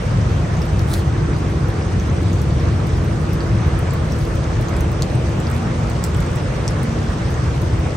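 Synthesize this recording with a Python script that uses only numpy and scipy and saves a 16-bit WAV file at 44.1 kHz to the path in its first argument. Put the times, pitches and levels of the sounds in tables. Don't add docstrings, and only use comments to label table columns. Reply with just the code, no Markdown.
import sys
import numpy as np
from scipy import signal
from scipy.fft import rfft, irfft, next_fast_len
from scipy.io import wavfile
from scipy.ndimage import uniform_filter1d, map_coordinates

SR = 44100
rng = np.random.default_rng(int(sys.argv[2]) if len(sys.argv) > 2 else 0)


def gain_from_db(level_db):
    decades = np.asarray(level_db, float) / 20
    return 10 ** decades


def pcm_store(signal):
    levels = np.round(np.clip(np.atleast_2d(signal), -1, 1) * 32767)
    wavfile.write(sys.argv[1], SR, levels.astype(np.int16).T)


N = 351374

# time_s, facing
FACING = [
    (0, 0.67),
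    (1.2, 0),
    (2.6, 0.23),
    (5.0, 0.46),
    (6.2, 0.9),
    (7.97, 0.8),
]
# time_s, level_db
TURBULENCE = [(0.0, -23.5), (0.11, -17.5), (0.18, -17.5), (1.88, -20), (1.91, -17.5), (3.48, -18),
              (3.51, -14.5), (3.62, -18.5), (6.9, -19.5), (7.81, -18), (7.97, -24.5)]
# facing_unit_db, door_gain_db, side_on_gain_db, patch_depth_db
AIR_LAYERS = [
    (1, -0.5, 0.17, -0.22),
    (-32.5, 1.5, -0.3, 1.35),
    (-28.5, -2.5, -1.8, 0.74),
    (-37, 3, 2.5, 0.7),
    (-40.5, -6, -1.5, 2.5),
    (-36.5, -6, -5, 2),
]
# pitch_hz, density_db
RUMBLE_SPECTRUM = [(12, -56), (24, -45), (45, -4), (81, 0.5), (114, -1), (154, -2.5), (257, -20),
                   (302, -24.5), (320, -18), (420, -32.5), (700, -120)]
# pitch_hz, density_db
STREAM_SPECTRUM = [(450, -34), (680, 0.5), (900, -3), (1100, -2.5), (1700, -6.5), (2400, -12.5),
                   (3500, -20), (6000, -52)]
# pitch_hz, density_db
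CASING_SPECTRUM = [(140, -7.5), (230, -2.5), (330, -2), (440, -3), (520, -13), (700, -45)]
# pitch_hz, density_db
DUCT_SPECTRUM = [(400, -8), (480, 0.5), (560, -1), (640, -2.5), (760, -43)]
# pitch_hz, density_db
GRILLE_SPECTRUM = [(380, -39), (430, -5), (455, -2.5), (480, -2.5), (540, -38)]
# pitch_hz, density_db
HOUSING_SPECTRUM = [(240, -42), (270, -7), (290, 1), (310, -9), (340, -37)]
# time_s, pitch_hz, level_db
FAN_TONE = [(0, 336, -44), (.4, 336, -41), (.9, 336, -33.5), (1.2, 336, -37), (1.7, 336.3, -33),
            (1.95, 335.5, -43), (2.2, 335.4, -34.5), (3.6, 335.5, -35.5), (4.1, 335.5, -39),
            (4.7, 335, -34), (5.2, 332.5, -34.5), (5.6, 331.5, -40), (6.3, 329, -41), (6.9, 326.5, -38),
            (7.4, 325, -43), (7.65, 324, -36), (7.97, 323.5, -36)]
# time_s, pitch_hz, level_db
COMPRESSOR_TONE = [(0, 232, -52), (2, 232, -48), (2.8, 231, -42), (3.3, 231, -50), (5.1, 230, -46),
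                   (5.35, 229.5, -34), (5.9, 229, -31), (6.15, 228.5, -38), (6.4, 228, -48),
                   (6.9, 228, -33), (7.15, 228, -38), (7.35, 228, -50), (7.97, 228, -52)]
# time_s, pitch_hz, level_db
MOTOR_TONE = [(0, 882, -54), (2.4, 882, -58), (3.2, 880, -52), (4.2, 881, -51), (5.6, 881, -52),
              (7, 878, -57), (7.97, 884, -52)]
# time_s, pitch_hz, level_db
PANEL_TONE = [(0, 765, -49), (2, 765, -50), (3.5, 762, -56), (7.97, 760, -56)]
# time_s, pitch_hz, level_db
ELECTRIC_TONE = [(0, 6160, -62), (4, 6240, -65.5), (7.97, 6240, -67)]
# pitch_hz, density_db
HISS_SPECTRUM = [(1500, -20), (2800, -1), (4000, -1), (5900, -1), (7000, -5.5), (9000, -9.5),
                 (10800, -19.5), (12000, -39), (16000, -55)]
# pitch_hz, density_db
SPRAY_SPECTRUM = [(6000, -26), (9000, 1.5), (11200, 3), (12000, -13), (13500, 0), (15300, -8), (15800, -4),
                  (16300, -24)]
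# start_s, peak_db, tick_hz, cloth_db
NEAR_DROPS = [(0.5685, -30, 6800, -16), (0.6177, -24.5, 5400, -22), (0.793, -27, 5700, -1),
              (0.9379, -28, 7100, 9), (1.824, -32, 5100, -13), (1.9977, -25, 6140, -23),
              (2.0986, -31, 6300, -12), (2.33, -28, 6740, -26), (2.5974, -29, 5530, -14),
              (3.4048, -26, 4900, -8), (3.789, -29, 9130, -17), (3.907, -28, 7700, -14),
              (4.121, -25, 5780, -26), (4.1869, -31.5, 8310, -13), (4.441, -29, 6330, -10),
              (4.6836, -27, 6600, -4), (4.7646, -29, 7850, -6), (4.807, -28, 6450, -18),
              (5.0213, -15, 6530, -1), (5.1524, -29, 8500, -17), (5.401, -28, 7600, -17),
              (5.468, -25.5, 4900, -8), (5.5134, -29, 8450, -16), (5.8985, -30, 7850, -11),
              (6.039, -12.5, 7650, -7.5), (6.145, -27, 7800, -10), (6.148, -26, 3200, -20),
              (6.203, -30, 7260, -17), (6.358, -29, 7840, -21), (6.6781, -18, 8100, 2),
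              (6.8317, -27, 9200, -28.5)]
# start_s, peak_db (tick and hiss together), tick_hz
FAR_DROPS = [(0.2123, -27, 5950), (1.672, -35, 5130), (1.7009, -26, 4110), (1.925, -29, 5910),
             (2.2632, -36, 5710), (2.3829, -29, 4970), (2.394, -32, 4760), (2.4164, -27, 5880),
             (2.8684, -32, 4410), (2.8917, -28, 6230), (3.0129, -29, 4450), (3.3308, -33, 5820),
             (3.9355, -27, 4060), (4.0987, -34, 5580), (4.2117, -26, 5060), (4.2506, -26, 4980),
             (4.6199, -32, 4100), (4.9156, -35, 4630), (5.0997, -26, 4010), (5.174, -35, 4410),
             (5.3796, -34, 5840), (5.4998, -29, 8200), (5.5284, -28, 5820), (5.5634, -27, 4140),
             (5.6584, -34, 4580), (0.689, -31, 8300), (0.696, -31, 8200), (5.5375, -29, 8000),
             (6.0632, -26, 8100), (6.2628, -26, 8100), (6.1159, -37, 4090), (6.2621, -32, 5820),
             (6.3704, -28, 5990), (6.4546, -30, 5010), (6.6432, -31, 4170), (6.8464, -32, 6180),
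             (6.988, -29, 4950), (7.0298, -27, 5870), (7.3042, -32, 5300), (7.3405, -27, 6840)]
# start_s, peak_db, pitch_hz
SPLASHES = [(0.605, -52, 11000), (0.6169, -35, 11100), (0.6548, -38, 11500), (0.7765, -53, 11400),
            (0.7925, -32, 10600), (0.9197, -36, 15600), (0.937, -23, 11450), (1.685, -36, 10900),
            (1.997, -37, 10700), (2.33, -35, 11100), (2.4163, -30, 11100), (2.8692, -33.5, 10800),
            (3.045, -39, 11820), (3.2135, -43, 15500), (3.332, -30, 12500), (3.671, -38, 10800),
            (3.79, -31, 11100), (3.935, -29, 15300), (4.1075, -47, 15100), (4.1199, -36, 14950),
            (4.1868, -36, 11100), (4.2142, -38, 10800), (4.2511, -37, 11700), (4.3379, -46, 11540),
            (4.353, -31.5, 15100), (4.6103, -32, 11300), (4.6906, -34, 13000), (4.765, -35, 10800),
            (4.8059, -24, 15300), (4.9166, -35, 15600), (5.02, -29, 12100), (5.0992, -47, 10800),
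            (5.1521, -47, 10650), (5.4, -37, 11200), (5.4998, -36, 11900), (5.5123, -32, 11400),
            (5.5452, -39, 11300), (5.5633, -32, 10900), (5.8929, -44, 11500), (5.899, -32, 14800),
            (6.0388, -24, 15500), (6.0474, -31, 11000), (6.0644, -36, 10500), (6.1438, -41, 15100),
            (6.1668, -33, 10700), (6.2032, -35, 11700), (6.2496, -46, 15500), (6.3568, -34, 15400),
            (6.3704, -40, 10800), (6.679, -38, 10900), (6.8258, -46, 11200), (6.8308, -32, 15600),
            (7.2927, -53, 15600), (7.305, -35, 10800), (7.616, -32, 11350), (7.7891, -39, 14900)]
# delay_s, level_db
WALL_ECHOES = [
    (.0023, -14),
    (.0071, -13.5),
    (.0082, -10),
]
# time_s, level_db
BRUSH_LEVEL = [
    (.84, -67.5),
    (.885, -43),
    (.932, -36),
    (.935, -30),
    (.939, -29),
    (.9415, -36),
    (.96, -38),
    (1.0, -41),
    (1.06, -65),
]
# pitch_hz, density_db
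BRUSH_SPECTRUM = [(2600, -35), (3600, -7), (4400, -6), (5200, -13), (8000, -12), (11000, -8.0),
                  (12500, -22), (15500, -11), (16300, -32)]
# pitch_hz, likeness
PORT_LIKENESS = [(60, 1), (130, 1), (290, 0.85), (640, 0.41), (1000, 0.4), (1600, 0.067), (2300, 0.49),
                 (3200, 0.42), (4300, 0.22), (5300, 0.033), (6200, 0.43), (6900, 0.1), (8300, 0.9),
                 (10000, 0.37)]
# pitch_hz, lead_rad
PORT_LEAD = [(0, 0), (150, -.12), (450, -.5), (850, 1.4), (1250, .5), (1650, -1.8), (2000, 0), (3000, 1),
             (4200, .5), (6000, .2), (7400, 1), (8500, 0), (10200, -3.1), (16500, -14.4)]
# pitch_hz, difference_db
PORT_TILT = [(60, -1.5), (110, 2), (200, -0.5), (380, 0.5), (700, -2.5), (1290, -1.5), (2380, -1.0),
             (4400, 2), (8120, 0.5), (15000, -0.5)]
GATE_THRESHOLDS = [1, -3, -4, -4.5, -4, 1.5, 2, -7, -10, 6, 10]


def unit(x):
    return x / np.sqrt(np.mean(x ** 2) + 1e-20)


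def along(points, hz):
    f, v = np.transpose(points)
    return np.interp(np.log(hz + 1), np.log(f + 1), v)


def curves(rows):
    s, *cols = np.transpose(rows)
    return [np.interp(np.arange(N) / SR, s, c) for c in cols]


def wobble(rate):
    knots = rng.standard_normal(int(N * rate / SR) + 4)
    return map_coordinates(knots, [np.arange(N) * rate / SR])


def filtered(x, response):
    m = next_fast_len(N + 8192)
    return irfft(rfft(x, m) * response(np.fft.rfftfreq(m, 1 / SR)), m)[..., :N]


def spread(pair, spectrum):
    def response(hz):
        angle = np.arccos(np.clip(along(PORT_LIKENESS, hz), -1, 1)) / 2
        inside = (hz > spectrum[0][0]) & (hz < spectrum[-1][0])
        return inside * gain_from_db(along(spectrum, hz)) * [np.cos(angle), np.sin(angle)]

    mid, side = filtered(pair, response)
    return unit(np.array([mid + side, mid - side]))


def patchy(depth_db):
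    z = signal.stft(rng.standard_normal((2, N)), nperseg=512)[2]
    field = rng.standard_normal(z.shape[1:])
    for axis in (0, 1):
        field = uniform_filter1d(field, size=8, axis=axis)
    return signal.istft(z * gain_from_db(depth_db * unit(field)), nperseg=512)[1][:, :N]


def patter(share, spread_db):
    sizes = gain_from_db(spread_db * np.minimum(rng.exponential(size=N), 3))
    falls = (rng.random(N) < 150 / SR) * sizes
    t = np.arange(300) / SR
    bumps = unit(signal.fftconvolve(falls, np.exp(-t / 0.0023))[:N])
    return np.sqrt(1 + np.abs(share) * bumps ** 2)


def scattered(per_s, db, scatter_db, low_hz, high_hz):
    luck = rng.random((round(per_s * N / SR), 3))
    return [(a * N / SR, db + scatter_db * (2 * b - 1), low_hz + c * (high_hz - low_hz)) for a, b, c in luck]


def tone(rows, drift_hz, flutter_db):
    hz, db = curves(rows)
    phase = 2 * np.pi * np.cumsum(hz + drift_hz * wobble(5)) / SR
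    return np.sqrt(2) * gain_from_db(db + flutter_db * wobble(3.53)) * np.sin(phase)


def conditioner():
    facing, = curves(FACING)
    side_on = 4 * facing * (1 - facing)
    swells = [curves(TURBULENCE)[0]] + [0.5 * wobble(2.91) for _ in AIR_LAYERS[1:]]
    spectra = [RUMBLE_SPECTRUM, STREAM_SPECTRUM, CASING_SPECTRUM,
               DUCT_SPECTRUM, GRILLE_SPECTRUM, HOUSING_SPECTRUM]
    out = 0
    for swell_db, spectrum, (db, door_db, side_db, patch_db) in zip(swells, spectra, AIR_LAYERS):
        level_db = swell_db + db + door_db * facing + side_db * side_on
        out = out + gain_from_db(level_db) * spread(patchy(patch_db), spectrum)
    out = out + tone(FAN_TONE, drift_hz=0.49, flutter_db=1.6)
    for rows in (COMPRESSOR_TONE, MOTOR_TONE, PANEL_TONE, ELECTRIC_TONE):
        out = out + tone(rows, drift_hz=0.61, flutter_db=2.5)
    return out


def rain():
    facing, t = curves(FACING)[0], np.arange(N) / SR
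    hiss = unit(patter(share=0.11, spread_db=4) * spread(patchy(depth_db=1.4), HISS_SPECTRUM))
    spray = unit(patter(share=0.43, spread_db=5.5) * spread(patchy(depth_db=2.5), SPRAY_SPECTRUM))
    mist_db, mist_s = -18, 0.011
    mist = sum(gain_from_db(db + mist_db) * np.exp(-np.abs(t - s) / mist_s) * (t > s) for s, db, _ in SPLASHES)
    spray_gain = gain_from_db(-55 + 1 * facing + 0.3 * wobble(25.0)) + mist
    hiss_gain = gain_from_db(-43 + 1.76 * facing + 0.3 * wobble(2.6))
    return hiss_gain * hiss + spray_gain * spray


def pulse(life_s):
    t = np.arange(160) / SR
    return (t / life_s * np.exp(1 - t / life_s)) ** 2


def ring(hz, luck, fall=0):
    t = np.arange(160) / SR
    return np.sin(2 * np.pi * (hz * t * (1 + fall * (1 - t / 0.0011)) + luck))


def crack(luck):
    return pulse(0.00005) * ring(11000, luck)


def roof_drops():
    out = np.zeros((2, N + 400))
    faint = [(s, db - 4.5, hz, -14) for s, db, hz in FAR_DROPS]
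    rows = NEAR_DROPS + faint
    heavy_s = 0.0003
    for (s, db, hz, cloth_db), luck in zip(rows, rng.random((len(rows), 4))):
        heavy = db > -21
        tick = pulse(heavy_s if heavy else 0.00055) * ring(hz, luck[0], fall=0.05)
        cloth_hz = hz / 1.5 if heavy else 4050 + 400 * luck[1]
        cloth = gain_from_db(cloth_db + 4.0) * pulse(heavy_s) * ring(cloth_hz, luck[2])
        top_mode = heavy * gain_from_db(-8) * pulse(heavy_s) * ring(hz * 1.27, luck[1])
        drop = gain_from_db(db) * (tick + cloth + top_mode + gain_from_db(-8) * crack(luck[1]))
        pan_db = -0.5 - 4 * (2 * luck[3] - 1)
        out[:, round(s * SR) + 38:][:, :len(drop)] += drop * gain_from_db([[pan_db / 2], [-pan_db / 2]])
    return out[:, :N]


def splashes():
    out = np.zeros((2, N + 400))
    rows = SPLASHES + scattered(per_s=2.9, db=-51, scatter_db=5, low_hz=10900, high_hz=12800)
    for (s, db, hz), luck in zip(rows, rng.random((len(rows), 4))):
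        fizz = ring(hz, luck[0])
        fizz = fizz + 0.42 * ring(12600 + 800 * luck[3], luck[1])
        fizz = fizz + gain_from_db(-5) * ring(15200, luck[2])
        splash = gain_from_db(db + 0.5) * (pulse(0.00031) * fizz + gain_from_db(7) * crack(luck[1]))
        out[:, round(s * SR) + 65:][:, :len(splash)] += splash
    return out[:, :N]


def tent(x):
    t = np.arange(SR // 12) / SR
    wet, turn = 0, np.arange(N) // 9000 % 3
    for k in range(3):
        echo = rng.standard_normal((2, len(t))) * gain_from_db(-60 * t / 0.1) * (t > 0.0015)
        echo = gain_from_db(-6) * echo / np.linalg.norm(echo[0])
        for s, db in WALL_ECHOES:
            echo[:, round(s * SR)] += gain_from_db(db)
        wet = wet + signal.fftconvolve(x * (turn == k), echo, axes=1)[:, :N]
    return filtered(wet, lambda hz: 1 / (1 + (hz / 11000) ** 4))


def brush():
    threads = spread(patchy(depth_db=1.5) * [[1], [0.25]], BRUSH_SPECTRUM)
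    rustle = patter(share=0.3, spread_db=3) * threads
    return gain_from_db(curves(BRUSH_LEVEL)[0]) * unit(rustle)


def treble_gate(x):
    from_hz, bins, frame, lag = 9640, 32, 2048, 18
    line_db, mask_db, share_db = 3.5, -9, -7
    x = np.pad(x, ((0, 0), (lag, 0)))
    hz, _, z = signal.stft([x[0] + x[1], x[0] - x[1]], SR, "cosine", nperseg=frame)
    band, line = np.arange(len(hz)) // bins, np.abs(z) ** 2
    power = np.add.reduceat(line, np.arange(0, len(hz), bins), axis=1)[:, band] / bins
    both = power.sum(0)
    above_hz = (band + 0.5) * bins * hz[1] - from_hz
    index = np.clip(above_hz // (bins * hz[1]), 0, len(GATE_THRESHOLDS) - 1).astype(int)
    gate_db = np.array(GATE_THRESHOLDS)[index]
    threshold = (np.median(both, axis=1) * gain_from_db(2 * gate_db) * (above_hz > 0))[:, None]
    clear = (line > threshold * gain_from_db(2 * line_db)) & (line > power * gain_from_db(2 * mask_db))
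    clear = clear & (power > both * gain_from_db(2 * share_db))
    kept = (power > threshold) & clear | (above_hz < 0)[:, None]
    mid, side = signal.istft(z * kept, SR, "cosine", nperseg=frame)[1][:, lag:][:, :N]
    return np.array([mid + side, mid - side]) / 2


def scene():
    ticks = roof_drops() + splashes()
    return conditioner() + rain() + ticks + tent(ticks) + brush()


def roll_off(x):
    return signal.sosfilt(signal.butter(12, 17150, fs=SR, output="sos"), x)


def record(dry):
    lead_hz, lead_rad = np.transpose(PORT_LEAD)

    def ports(hz):
        half = gain_from_db(along(PORT_TILT, hz) / 2) * np.exp(1j * np.interp(hz, lead_hz, lead_rad) / 2)
        edge = 1 / (1 + (hz / 15800) ** 90)
        return edge * [half, 1 / half]

    return roll_off(treble_gate(filtered(dry, ports)))


dry = scene()
out = record(dry)
pcm_store(out)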